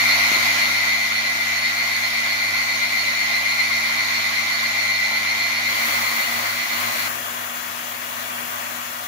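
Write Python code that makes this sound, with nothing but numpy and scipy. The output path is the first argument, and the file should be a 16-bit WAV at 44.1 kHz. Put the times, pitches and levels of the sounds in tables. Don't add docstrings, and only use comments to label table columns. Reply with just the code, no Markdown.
import sys
import numpy as np
from scipy import signal
from scipy.io import wavfile
from scipy.ndimage import uniform_filter1d

SR = 44100
rng = np.random.default_rng(int(sys.argv[2]) if len(sys.argv) > 2 else 0)


def boost(x):
    u = np.asarray(x, float) / 20
    return 10 ** u


def dump_mix(stems):
    frames = np.atleast_2d(stems).T
    limited = np.clip(frames, -1, 1)
    pcm = np.round(limited * 32767).astype(np.int16)
    wavfile.write(sys.argv[1], SR, pcm)


N = 399987
T = np.arange(N) / SR
COARSE = T[::100]
FIRST_ENDS, SECOND_STARTS = 7.082, 5.6
PULLEY = 2.291
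BELT_HZ = 15.4
OCTAVE_ORDER = 41.35

# centre in seconds, level in dB, width in seconds.
BUMPS = [
    (.3183, -22.5, 0.00077),
    (0.3675, -25, 0.00072),
]

# time in seconds, cutting hiss in dB, bearing whine in dB.
FIRST_LEVELS = [(0, -26.5, -20), (.3, -26.5, -22.5), (.55, -27, -24.5), (.8, -29.5, -23.5), (1.1, -31, -25),
                (1.5, -31, -26), (2., -31, -26), (2.5, -31.5, -25), (3., -31, -26), (3.5, -31, -24),
                (4., -30.5, -25.5), (4.5, -31, -27), (5., -31.5, -24), (5.5, -31, -26), (5.8, -31, -27),
                (6.1, -32.5, -25.5), (6.4, -33.5, -32), (6.6, -33.5, -30), (6.8, -34, -31),
                (6.95, -34, -35), (7.08, -33, -30)]
# time in seconds, hiss in dB.
SECOND_LEVELS = [(5.6, -49.5), (5.7, -44), (5.8, -42), (5.92, -39), (6.1, -40.5), (6.3, -40.5), (6.45, -41),
                 (6.65, -44), (6.8, -39.5), (7., -39.5), (7.2, -41.5), (7.5, -42.5), (8., -43), (8.5, -42),
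                 (9.07, -43.5)]

# time in seconds, speed in turns per second.
FIRST_MOTOR = [(0.0, 230), (0.57, 231), (1.26, 230), (1.65, 229.4), (1.79, 233), (2.88, 232), (2.98, 228),
               (3.43, 229.3), (3.69, 234), (4.38, 230), (4.61, 231), (5.05, 227), (5.46, 232.1),
               (6.03, 230), (6.49, 235), (6.9, 229.4), (7.08, 225)]
SECOND_MOTOR = [(6.2, 237), (6.49, 238.9), (7.28, 238.8), (7.37, 240), (8.69, 240.1), (8.78, 242),
                (9.07, 241)]
# time in seconds, frequency in Hz.
WHINE_PITCH = [(0.0, 2118), (0.99, 2113), (1.08, 2074), (1.14, 2124), (1.26, 2077), (1.91, 2114),
               (3.27, 2099), (3.29, 2130), (3.37, 2083), (3.41, 2126), (5.03, 2097), (5.48, 2132),
               (6.49, 2092), (6.64, 2120), (6.8, 2080), (6.86, 2134), (6.9, 2096), (7.08, 2119)]

# order in cycles per turn, left and right in dB above the hiss.
FIRST_SPINDLE = [(1., -19.5, -18.5), (2., -35, -34), (3., -28, -20.5)]
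FIRST_DRIVE = [(1., -16.5, -18.5), (3., -20, -21), (4., -33, -30), (6., -18, -9.5), (12., -34, -20)]
SECOND_SPINDLE = [(1., -14, -13.5), (3., -21, -18)]
SECOND_DRIVE = [(1., -7, -10), (3., -7.5, -6.5), (8., -6, -15), (12., -11, -24), (14., -8, -17)]
# offset in spindle orders, left and right in dB.
WHINE = [(-5.5, -26, -24), (-3, -26, -28), (-2.5, -25, -13), (-1, -10, -2.5), (0, -0.5, -20),
         (1.5, -7, -10), (2, -14.5, -15), (3, -12.5, -22.5)]
OCTAVE = [(-4, -29.5, -24), (-0.5, -21.5, -24), (0, -23, -15.5), (0.5, -17, -28), (2, -16, -12.5),
          (3, -28, -19.5)]

# frequency in Hz, left and right in dB per Hz.
FIRST_HISS = [(25, -30, -30), (70, -24, -23), (150, -21, -21.5), (330, -19.5, -15), (465, -20, -22.5),
              (617, -10.5, -12), (1500, -7, -6.5), (2700, -6.5, -5.5), (4060, -5.5, -4), (6850, -11.5, -12),
              (8200, -22, -22), (10600, -14, -21), (13800, -16.5, -37), (15500, -15.5, -20)]
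SECOND_HISS = [(25, -32, -32), (70, -28, -29), (149, -18, -22), (456, -16, -19), (612, -9.5, -10),
               (990, -4.5, -4.5), (2200, -4.5, -7.5), (3100, -10.5, -12.5), (4600, -14.5, -16.5),
               (5200, -12.5, -23.5), (7050, -9.5, -30.5), (8400, -18.5, -40), (10600, -11, -44),
               (13660, -13, -48), (15480, -7.5, -34)]
# frequency in Hz, lead in radians.
FIRST_LEAD = [(0, 0), (860, -0.13), (1380, -4), (2240, -4.5), (3190, -4.5), (4310, 5.5), (8100, 25.0),
              (11100, 27.7), (13900, 47.0), (16500, 46)]
SECOND_LEAD = [(0, 0), (1890, 5), (3360, 18.5), (4050, 27.5), (5430, 22.0), (6370, 26.5), (7320, 36),
               (8700, 40.4), (13300, 51.7), (16500, 67.5)]
# frequency in Hz, correlation from 0 to 1.
SAME = [(40, 0.36), (120, .8), (350, 0.53), (700, .75), (1200, 0.44), (2000, 0.4), (3200, 0.17),
        (6000, 0.19), (11000, .05)]
# frequency in Hz, width in Hz, left and right in dB.
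FIRST_BODY = [(328, 28, 4, 5), (582, 48, 6, 5.5), (698, 36, 7.5, 6), (756, 53, -7.5, 0), (810, 50, 4, 7.5),
              (973, 40, -7, 2), (1074, 137, 5.5, 10), (1160, 50, 5.5, 0.5), (1195, 36, -1.5, -5),
              (1245, 40, 5, 7.5), (1310, 47, -6, -5), (1384, 60, 6.5, 10.5), (1470, 40, -0.5, -9),
              (1480, 60, 5.5, 3), (1610, 35, -4, 3), (1708, 60, 6, 5), (1963, 155, 9.5, 11.5),
              (2150, 192, 11.5, 6), (2370, 200, 9.5, 7), (2560, 60, 0, 2), (3820, 150, -1, 3.5),
              (4230, 51, -6, 3), (4250, 350, 5.5, 4), (4880, 90, -4, 4), (5620, 140, 2, 1.5),
              (6440, 360, 4.5, 5), (8440, 330, 4.5, 3.5), (11470, 650, 6, -1), (15250, 200, 4, 6)]
SECOND_BODY = [(320.8, 71, -1, 5), (592, 57, 7, 6.5), (704.4, 43, 4.5, 7.5), (770, 50, -7, -3.5),
               (1070, 80, 4.5, 2.5), (1223, 120, 2, 5.5), (1501, 150, 3.5, -4.5), (1880, 110, 3.5, 4),
               (2050, 60, -5, -4), (2350, 200, 3, -1), (2530, 100, 0.5, -5), (2840, 80, 5, 0),
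               (3330, 100, 7.5, 4), (4300, 91, 5, -1), (6780, 220, 1.5, -1), (11750, 500, 2.5, -4),
               (15000, 780, 4, 0)]


def evened(x):
    return x / np.sqrt(np.mean(x ** 2) + 1e-20)


def read(points, hz):
    f, value = np.transpose(points)
    return np.interp(np.log(hz + 1), np.log(f + 1), value)


def curve(rows, column=1):
    rows = np.asarray(rows)
    return np.interp(T, rows[:, 0], rows[:, column])


def wander(hz, count=1):
    lowpass = signal.butter(2, np.clip(hz, .1, 200), fs=SR / 100, output="sos")
    smooth = signal.sosfilt(lowpass, rng.standard_normal((len(COARSE), count)).T)
    return smooth / smooth.std(1, keepdims=True)


def smoothed_patches(chance, bands, frames):
    return evened(uniform_filter1d(uniform_filter1d(chance, bands, 0), frames, 1))


def lines(turns, table, base=0, flutter_db=2., flutter_hz=6.5, sway=0, sway_db=0):
    out = np.zeros((2, len(turns)))
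    for order, left_db, right_db in table:
        start, lean = rng.random((2, 2, 1))
        db = np.array([[left_db], [right_db]]) + flutter_db * wander(flutter_hz, count=2)
        db = db + sway_db * np.cos(2 * np.pi * (sway + lean / 3))
        spread = 1 if np.ndim(base) else min(order / 8, 1)
        angle = (2 * np.pi * ((base + round(order) * turns) % 1)).astype(np.float32)
        for port, gain in enumerate(np.sqrt(2) * boost(db)):
            phase = np.float32(2 * np.pi * start[port, 0] * spread)
            out[port] += np.interp(T[:len(turns)], COARSE, gain) * np.cos(angle + phase)
    return out


def hiss(count, colour, lead, body, lo_hz, hi_hz, patchy_db, gaps=0.):
    frames, hz = count // 256 + 5, np.fft.rfftfreq(1024, 1 / SR)
    a, b, c, d, chance = rng.standard_normal((frames, 513, 5), np.float32).T
    patches = smoothed_patches(chance, 14, 12)

    same = np.clip(read(SAME, hz), 0, 1)[:, None]
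    right = a + 1j * b
    turn = np.exp(1j * np.interp(hz, *np.transpose(lead)))[:, None]
    left = same * right * turn + np.sqrt(1 - same ** 2) * (c + 1j * d)

    base_db = np.array([read([(row[0], row[k]) for row in colour], hz) for k in (1, 2)])
    rings_db = sum(np.array([[l_db], [r_db]]) / (1 + (2 * (hz - f) / w) ** 2)
                   for f, w, l_db, r_db in body)
    gain = boost(base_db + rings_db)
    in_band = (hz > lo_hz) & (hz < hi_hz)
    gain /= np.sqrt((gain[:, in_band] ** 2).sum())

    specks = smoothed_patches(chance[::-1], 7, 7)
    valley = np.exp(-((hz[:, None] - 8500) / 1500) ** 4)
    kept = np.clip(3 * (specks + 3.47 - gaps * valley), .02, 1)

    z = np.array([left, right]) * gain[:, :, None] * (boost(patchy_db * patches) * kept)
    return 2.49 * signal.istft(z.astype(np.complex64), nperseg=1024, noverlap=768)[1][:, :count]


def bumps():
    out = np.zeros(N)
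    for centre, db, width in BUMPS:
        x = (T - centre) / width
        out -= boost(db) * (1 - 0.8 * x ** 2) * np.exp(-x ** 2 / 2)
    return out


def second_stand():
    first = round(SECOND_STARTS * SR)
    turns = np.cumsum(curve(SECOND_MOTOR)[first:]) / SR
    hum = lines(turns / PULLEY, SECOND_SPINDLE, 0, 2.5) + lines(turns, SECOND_DRIVE, 0, 3.8, 15.)
    air = hiss(N - first, SECOND_HISS, SECOND_LEAD, SECOND_BODY, 14350, 15380, 1.12)
    fade = np.clip(T[:N - first] / 0.11, 0, 1)
    sound = boost(curve(SECOND_LEVELS)[first:]) * (boost(0.67) * air + hum) * fade
    return np.pad(sound, [(0, 0), (first, 0)])


def cutting_hiss(turns):
    air = hiss(len(turns), FIRST_HISS, FIRST_LEAD, FIRST_BODY, 2610, 6900, 1.14, gaps=3.06)
    treble = signal.sosfilt(signal.butter(2, 4000., "high", fs=SR, output="sos"), air)
    return air + 0.21 * np.cos(2 * np.pi * turns) * treble


def bearing_whine(spindle_hz, turns):
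    count = len(turns)
    belt = BELT_HZ * COARSE + 0.13 * wander(1.5)[0]
    tug = 0.01 * np.cos(2 * np.pi * belt) + 0.0041 * np.cos(np.pi * belt + 1.1)
    tug = np.interp(T[:count], COARSE, tug + .003 * wander(30.6)[0])
    main = np.cumsum(curve(WHINE_PITCH)[:count] * (1 + tug)) / SR
    upper = OCTAVE_ORDER * np.cumsum(spindle_hz * (1 + 0.46 * tug)) / SR
    whine = lines(turns, WHINE, main, 2.55, 21.0, belt / 2, 1.9)
    return whine + lines(turns, OCTAVE, upper, 4.9, 10.0, belt / 2, 3.3)


def first_stand():
    count = round(FIRST_ENDS * SR)
    spindle_hz = curve(FIRST_MOTOR)[:count] / PULLEY
    turns = np.cumsum(spindle_hz) / SR
    whine = bearing_whine(spindle_hz, turns)
    hum = lines(turns, FIRST_SPINDLE, 0, 1.5, 4.) + lines(turns * PULLEY, FIRST_DRIVE, 0, 2.1, 8.3)
    cutting = boost(-0.88) * cutting_hiss(turns) + hum
    sound = boost(curve(FIRST_LEVELS)[:count]) * cutting
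    sound += boost(curve(FIRST_LEVELS, column=2)[:count] + .8) * whine
    return np.pad(sound, [(0, 0), (0, N - count)])


def scene():
    return bumps() + second_stand() + first_stand()


def low_pass(x):
    return signal.sosfilt(signal.butter(12, 16850, fs=SR, output="sos"), x)


def record(dry):
    edge = signal.firwin(511, 15650, window=("kaiser", 9), fs=SR)
    mix = signal.oaconvolve(dry, edge[None], "same")
    return low_pass(mix)


dry = scene()
out = record(dry)
dump_mix(out)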